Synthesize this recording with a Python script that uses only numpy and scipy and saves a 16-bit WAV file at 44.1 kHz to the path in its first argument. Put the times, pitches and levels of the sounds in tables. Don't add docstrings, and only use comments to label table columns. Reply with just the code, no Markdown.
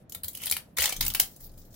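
import sys
import numpy as np
from scipy import signal
from scipy.io import wavfile

SR = 44100
rng = np.random.default_rng(int(sys.argv[2]) if len(sys.argv) > 2 else 0)


def nominal_scale(level):
    x = np.asarray(level, float) / 20
    return 10 ** x


def generate_wav(signal):
    frames = np.transpose(np.atleast_2d(signal))
    scaled = np.clip(frames, -1, 1) * 32767
    pcm = np.round(scaled).astype(np.int16)
    wavfile.write(sys.argv[1], SR, pcm)


N = 77175
MID_TO_SIDES = np.array([[1], [-1]])


def rms_one(x):
    return x / np.sqrt(np.mean(x ** 2) + 1e-20)


def in_time(rows):
    return np.interp(np.arange(N) / SR, *np.transpose(rows))


def at_hz(points, hz):
    table_hz, values = np.transpose(points)
    return np.interp(np.log(hz), np.log(table_hz), values)


def band(x, low_hz, high_hz):
    edges = [low_hz, min(high_hz, 0.45 * SR)]
    return signal.sosfilt(signal.butter(2, edges, "band", fs=SR, output="sos"), x)


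def ring(x, hz, t60):
    r, w = nominal_scale(-60 / (t60 * SR)), 2 * np.pi * hz / SR
    return signal.lfilter([0, np.sin(w)], [1, -2 * r * np.cos(w), r * r], x + 1e-18)


def strike(s, db, hz, t60, push=(1.0,)):
    hit = np.zeros(N)
    hit[int(s * SR)] = nominal_scale(db)
    return ring(np.convolve(hit, push / np.sum(push))[:N], hz, t60)


def lumps(rate, depth_db):
    knots = rng.standard_normal(400)
    return nominal_scale(depth_db * np.interp(np.arange(N) / SR * rate, np.arange(len(knots)), knots))


def grains(shape, share, uneven_db):
    sizes = nominal_scale(uneven_db * np.minimum(rng.exponential(1, shape), 4))
    signs = rng.choice([-1, 1], shape)
    return rms_one(sizes * signs * (rng.random(shape) < share))


# frequency in Hz, left-right likeness from 0 to 1.
LIKENESS = [(60, 0.94), (250, 0.88), (2000, 0), (6000, 0), (14000, 0)]


def coloured(source, gain_at):
    out, edges = 0, 30 * 2 ** np.arange(0, 9.6, 0.5)
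    for k, (low, high) in enumerate(zip(edges, edges[1:])):
        mid, side = band(source, low, high)
        hz = np.sqrt(low * high)
        alike = np.clip(at_hz(LIKENESS, hz), -1, 1)
        pair = np.sqrt(1 + alike) * mid + np.sqrt(1 - alike) * side * MID_TO_SIDES
        out = out + (-1) ** k * gain_at(hz) * pair
    return out


# frequency in Hz, level in dB per Hz.
AIR = [(24, -65), (40, 4), (194, -2), (402, -13), (479, -5.5), (831, -21.5), (942, -17), (1070, -23),
       (3000, -36), (16000, -72)]
AIR_DB = -55


def room_tone():
    air = coloured(rng.standard_normal((2, N)), lambda hz: nominal_scale(at_hz(AIR, hz)))
    return nominal_scale(AIR_DB) * rms_one(band(air, 75, 19000))


# time in seconds, sway level in dB.
SWAY = [(0, -64), (.14, -97), (.2, -64), (.35, -74), (.5, -63), (.65, -73), (.75, -82), (.8, -54),
        (.93, -58), (.985, -38.5), (1.04, -35), (1.13, -48), (1.25, -52), (1.36, -78), (1.43, -47),
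        (1.6, -50), (1.75, -57)]
SWAY_HZ, RUMBLE_DB = 26, -8.0
TABLE_LEAN = nominal_scale(np.array([[0.7], [-0.7]]))


def table_sway():
    sway = np.sqrt(2) * np.sin(2 * np.pi * SWAY_HZ * np.arange(N) / SR + 2.2)
    rumble = nominal_scale(RUMBLE_DB) * rms_one(band(rng.standard_normal(N), 62, 202))
    return nominal_scale(in_time(SWAY)) * (sway + rumble) * TABLE_LEAN


# time in seconds, tearing level in dB.
PULL = [(0, -58), (.2, -99), (.3, -57), (.34, -39.5), (.46, -26.5), (.53, -37), (.58, -56), (.66, -49.5),
        (.762, -65), (.785, -29.5), (.84, -39), (.88, -45), (.95, -59), (1.03, -27.5), (1.09, -36),
        (1.13, -46), (1.2, -43.5), (1.32, -58), (1.75, -80)]
# frequency in Hz, level in dB per Hz.
RUSTLE = [(880, -36), (1500, -10), (2930, -5), (3780, -7.5), (14600, -4.5), (16000, -7), (17000, -44.5)]
# pitch in Hz, level in dB, t60 in seconds.
FIGURE = [(524, -12.5, 0.072), (830, -8, 0.034), (1050, -20, .02), (1420, -38, .015), (1860, -13.5, 0.015),
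          (2200, 12, 0.019), (3000, -21, .012), (3040, 15.5, 0.059), (3340, 14, 0.012), (3570, 1, 0.015)]
GRAINS_PER_S, RUSTLE_DB, BAND_LUMPS_DB = 26000, -14, 3.5
TEAR_BODY_DB, TEAR_DAMPING = -38, 0.2


def rustle():
    tear, pull_db = grains((2, N), GRAINS_PER_S / SR, 2.8), in_time(PULL)
    fine = coloured(tear, lambda hz: nominal_scale(at_hz(RUSTLE, hz)) * lumps(80, BAND_LUMPS_DB))
    shake = tear[0] + 0.47 * tear[1] * MID_TO_SIDES
    body = sum(nominal_scale(db) * ring(shake, hz, t60 * TEAR_DAMPING) for hz, db, t60 in FIGURE)
    body_gain = nominal_scale(np.minimum(pull_db - TEAR_BODY_DB - 17, 3.0))
    return nominal_scale(pull_db + RUSTLE_DB) * (rms_one(fine) + body_gain * rms_one(body))


# start in seconds, peak in dB, body ring in dB, sizzle in dB, strip pitch in Hz.
PICKS = [(0.0951, -43.5, -32, 0, 7100), (0.121, -34.5, -31, -2.5, 7300), (0.1467, -32, -19.5, 0, 3740),
         (0.2335, -36.5, -17.5, 7, 4000), (0.2424, -30.5, -31, 1.5, 4280), (0.281, -30, -30, 0.5, 7500),
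         (0.3305, -60, -15, 17, 5640), (0.3487, -33, -57, -1, 3160), (0.3711, -35.5, -51, -0.5, 3040),
         (0.4172, -47.5, -14, 9, 2770), (0.4336, -30, -27, -3.5, 2930), (0.4561, -28.5, -25, 1.5, 11600),
         (0.4675, -25.5, -25, -5, 3630), (0.5405, -55, -30, -4, 3870), (0.5209, -17, -45, -8, 2380)]
RIP = [(0.7678, -28, -20.5, -4, 7100), (0.7718, -29, -13.5, -4, 2320), (0.7823, -19.5, -20.5, -5.5, 2190),
       (0.7901, -22.5, -48, -12, 2740), (0.7979, -17, -28, -22, 2980), (0.805, -20, -37, -4, 3500),
       (0.8184, -22.5, -15, -0.5, 2670), (0.8244, -17, -24, -10, 6600), (0.8337, -18, -39, -14, 2100),
       (0.838, -16.5, -20.5, -6.5, 2770), (0.8635, -28.5, -15.5, -19, 3140), (0.8746, -29, -9.5, -8, 3140),
       (0.8909, -23, -19, -5.5, 6330), (0.903, -29.5, -36, -11.5, 2350), (0.9226, -22, -21, -8, 3050),
       (0.9625, -28.5, -32, -6.5, 6350)]
LAST = [(1.0075, -15, -19, -5, 9360), (1.0249, -25, -17, -5.5, 6640), (1.0354, -37, -7.5, -2, 4300),
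        (1.0484, -32.5, -22, 4.5, 3750), (1.0627, -21, -22.5, -3.5, 7550), (1.147, -18.5, -20.5, -4, 2990),
        (1.1967, -14, -26, -3, 3180)]
TICKS = [(1.3333, -65, -45, -7, 4900), (1.3607, -46.5, -28, -1, 7250), (1.4026, -53, -18.5, 4, 8400),
         (1.4405, -58, -18, 11, 11600), (1.467, -53, -31, -4, 4640), (1.4924, -50.5, -30, -11, 4640),
         (1.5148, -57.5, -35, -4, 10800), (1.5373, -55, -31, -16, 11800), (1.5752, -47.5, -28, -4.5, 4900),
         (1.615, -52, -37, -8, 5800), (1.65, -53, -35, -8, 11920), (1.7044, -58, -33, -12, 7330),
         (1.7269, -56, -30, -16, 6830), (1.74, -47, -28, -7, 6100)]
THREADS = [
    (.4775, -38.5, -6.5, 0, 2200),
    (1.0785, -34.5, -22.5, 2, 4600),
    (1.0808, -33.5, -34, -25, 15000),
    (1.1378, -28, -38, -3.5, 8800),
]
CLEAN = [(.4978, -25.5, -52, -4, 7300), (.5118, -19.5, -24.5, 0.5, 4450), (.5662, -26, -22.5, -2.5, 3100),
         (.8564, -13, -34, -8, 8100), (1.1013, -25.5, -27, -8, 3010), (.7842, -20.5, -17.5, -8.5, 11570),
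         (.8207, -33, -11, -4, 10800), (1.1985, -12, -23, -2.5, 7910)]
CRACK_RISE_S, CRACK_SHARE, CRACK_UNEVEN_DB = 0.0012, 0.51, 1.5
CREEP_S, CREEP_SHARE = 0.003, 0.08
EDGE_DB, BODY_DB, SIZZLE_DB, STRIP_DB = -14.5, 2.5, -3.5, -17.0
STRIP_T60_S, STRIP_CYCLES, RING_CYCLES_MAX = 0.012, 30.0, 24.0
PATCH_DB, MODE_SCATTER_DB, GRIP_DETUNE = 2.0, 5, 0.09


def figure_ring(near, scatter_db, detune):
    body = 0
    for (hz, db, t60), extra_db, shift in zip(FIGURE, scatter_db, detune):
        body = body + nominal_scale(db + extra_db) * ring(near, hz * shift, min(t60, RING_CYCLES_MAX / hz))
    return band(body, 477, 5600)


def snap(shape, body_db, sizzle_db, strip_hz):
    edges = np.geomspace(3000, 20000, 8)
    mid, side = grains((2, len(shape)), CRACK_SHARE, CRACK_UNEVEN_DB) * shape
    scatter_db = MODE_SCATTER_DB * rng.standard_normal(len(FIGURE))
    patch_db = PATCH_DB * rng.standard_normal(len(edges))
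    detune = np.exp(GRIP_DETUNE * rng.standard_normal(len(FIGURE)))
    near = mid + 0.35 * side * MID_TO_SIDES
    pair = np.array([mid + side, mid - side])
    body = figure_ring(near, scatter_db, detune)
    bands = [(-1) ** k * nominal_scale(patch_db[k]) * band(pair, edges[k], edges[k + 1]) for k in range(7)]
    strip = ring(near, strip_hz, min(STRIP_T60_S, STRIP_CYCLES / strip_hz))
    strip_db = STRIP_DB + 25.4 * (strip_hz > 12000)
    parts = ((body_db + BODY_DB, body), (EDGE_DB, sum(bands[:4])),
             (sizzle_db + SIZZLE_DB, sum(bands[4:])), (strip_db, strip))
    return sum(nominal_scale(db) * part / np.sqrt(np.mean(part[:, :530] ** 2)) for db, part in parts)


def snaps():
    out, t = np.zeros((4, 2, N + 4096)), np.arange(4096) / SR
    # table, rise in seconds, fall in seconds
    kinds = ((PICKS, CRACK_RISE_S, 0.003), (RIP, CRACK_RISE_S, 0.0045), (LAST, CRACK_RISE_S, 0.004),
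             (TICKS, CRACK_RISE_S, 0.006), (THREADS, 0.000395, 0.00079), (CLEAN, 0.0002, 0.003))
    for rows, rise_s, fall_s in kinds:
        after = np.maximum(t - CREEP_S, 0)
        creep = CREEP_SHARE * np.minimum(t / CREEP_S, 1) ** 2
        shape = ((1 - np.exp(-after / rise_s)) ** 2 + creep) * np.exp(-after / fall_s)
        for n, (s, db, body_db, sizzle_db, strip_hz) in enumerate(rows):
            i = int((s - CREEP_S) * SR)
            out[n % 4, :, i:i + 4096] += nominal_scale(db) * snap(shape, body_db, sizzle_db, strip_hz)
    return out[..., :N]


# frequency in Hz, t60 in seconds.
ROOM_T60 = [(500, 0.28), (1300, 0.22), (3500, 0.18), (9000, 0.17), (15000, 0.13)]
ROOM_DB, ROOM_GAP_S = -4, 0.00047


def room(x):
    t = np.arange(SR // 3) / SR
    onset = np.clip(t / ROOM_GAP_S, 0, 1)
    noise = rng.standard_normal((2, len(t)))
    tail = coloured(noise, lambda hz: nominal_scale(-60 * t / at_hz(ROOM_T60, hz)) * onset)
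    tail = tail / np.sqrt(np.sum(tail ** 2) / 2)
    return nominal_scale(ROOM_DB) * signal.fftconvolve(x, tail, axes=1)[:, :N]


# start in seconds, peak in dB, pitch in Hz.
PLUCKS = [(.122, -43.5, 2990), (.2824, -40.5, 3320), (.350, -39.5, 3000), (.4035, -41, 3000),
          (.438, -38, 3070), (.469, -38, 3590), (.499, -31, 4100), (.523, -46, 2390), (.524, -38, 4240),
          (.567, -29, 2850), (.785, -37, 2070), (.798, -28.5, 2990), (.820, -34, 2210), (.821, -22.5, 2720),
          (.839, -37, 2760), (.857, -23.5, 1910), (.858, -21, 3050), (0.862, -36, 4570), (0.527, -26, 3130),
          (.925, -53, 3250), (1.064, -45, 2150), (1.102, -38, 2930), (1.12, -43, 1220), (1.149, -36, 2840),
          (1.199, -21.5, 2950)]
PLUCK_T60_S = 0.024


def plucks():
    return sum(strike(s, db, hz, PLUCK_T60_S) for s, db, hz in PLUCKS)


# start in seconds, peak in dB, pitch in Hz.
KNOCKS = [
    (0.153, -50, 1340),
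    (0.773, -44, 1050),
    (0.789, -43.5, 520),
    (0.846, -38, 880),
    (.925, -40, 758),
    (1.149, -44, 1080),
    (1.198, -36, 767),
]
KNOCK_T60_S, KNOCK_PUSH_S = 0.045, 0.00065


def knocks():
    push = np.hanning(int(KNOCK_PUSH_S * SR))
    return 2 * sum(strike(s, db, hz, KNOCK_T60_S, push) for s, db, hz in KNOCKS)


# start in seconds, peak in dB, pitch in Hz.
THUDS = [
    (0.155, -43, 81),
    (0.238, -42, 84.4),
    (0.519, -43.5, 81),
    (0.786, -35.5, 73),
    (0.988, -37, 109),
    (1.032, -33.5, 75),
    (1.091, -37, 75),
    (1.212, -50, 70),
    (1.488, -49, 67),
    (1.56, -46, 82.6),
]
THUD_T60_S, THUD_PUSH_S = 0.17, 0.0078


def table_thuds():
    push = np.hanning(int(THUD_PUSH_S * SR))
    booms = sum(strike(s, db, hz, THUD_T60_S, push) for s, db, hz in THUDS)
    return 2 * band(booms, 68, 300) * TABLE_LEAN


# time in seconds, level in dB.
RUB = [(1.25, -53), (1.32, -54.5), (1.39, -66.5), (1.41, -51.5), (1.47, -51.5), (1.5, -71), (1.57, -63),
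       (1.59, -56), (1.7, -67), (1.75, -53)]
# frequency in Hz, level in dB per Hz.
RUB_COLOUR = [(2000, -24), (3800, -10), (5000, -1.5), (8500, -13.5), (12000, -10.5), (16000, 6)]
RUB_START_S, RUB_LUMPS_DB = 1.2, 3.5


def rub():
    skin = grains((2, N), 0.23, 4.0) * (np.arange(N) > RUB_START_S * SR)
    friction = coloured(skin, lambda hz: nominal_scale(at_hz(RUB_COLOUR, hz)) * lumps(40, RUB_LUMPS_DB))
    return nominal_scale(in_time(RUB)) * rms_one(band(friction, 4200, 24500))


# time in seconds, left-over-right balance in dB.
SIDEWAYS = [(0, 4), (.12, 0.5), (.15, 2.5), (.24, 0), (.28, 2), (.34, 0), (.5, 2.5), (.8, 2.4), (.95, 0),
            (1.01, 2), (1.08, 1.5), (1.14, 2), (1.2, 1.2), (1.75, 3)]
LUMPS_PER_S, LUMPS_DB = 37, 3


def scene():
    lean = nominal_scale(np.array([[0.5], [-0.5]]) * in_time(SIDEWAYS))
    places = (snaps() + (plucks() + knocks()) / 4) * lean
    near = sum(place + room(place) for place in places)
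    strip = rustle() * lean * lumps(LUMPS_PER_S, LUMPS_DB) + rub() * lean
    return near + strip + table_sway() + table_thuds() + room_tone()


def band_limit(x):
    return signal.sosfilt(signal.butter(12, 17140, fs=SR, output="sos"), x)


def record(dry):
    mix = signal.sosfilt(signal.cheby1(10, 1, 15850, fs=SR, output="sos"), dry)
    return band_limit(mix)


dry = scene()
out = record(dry)
generate_wav(out)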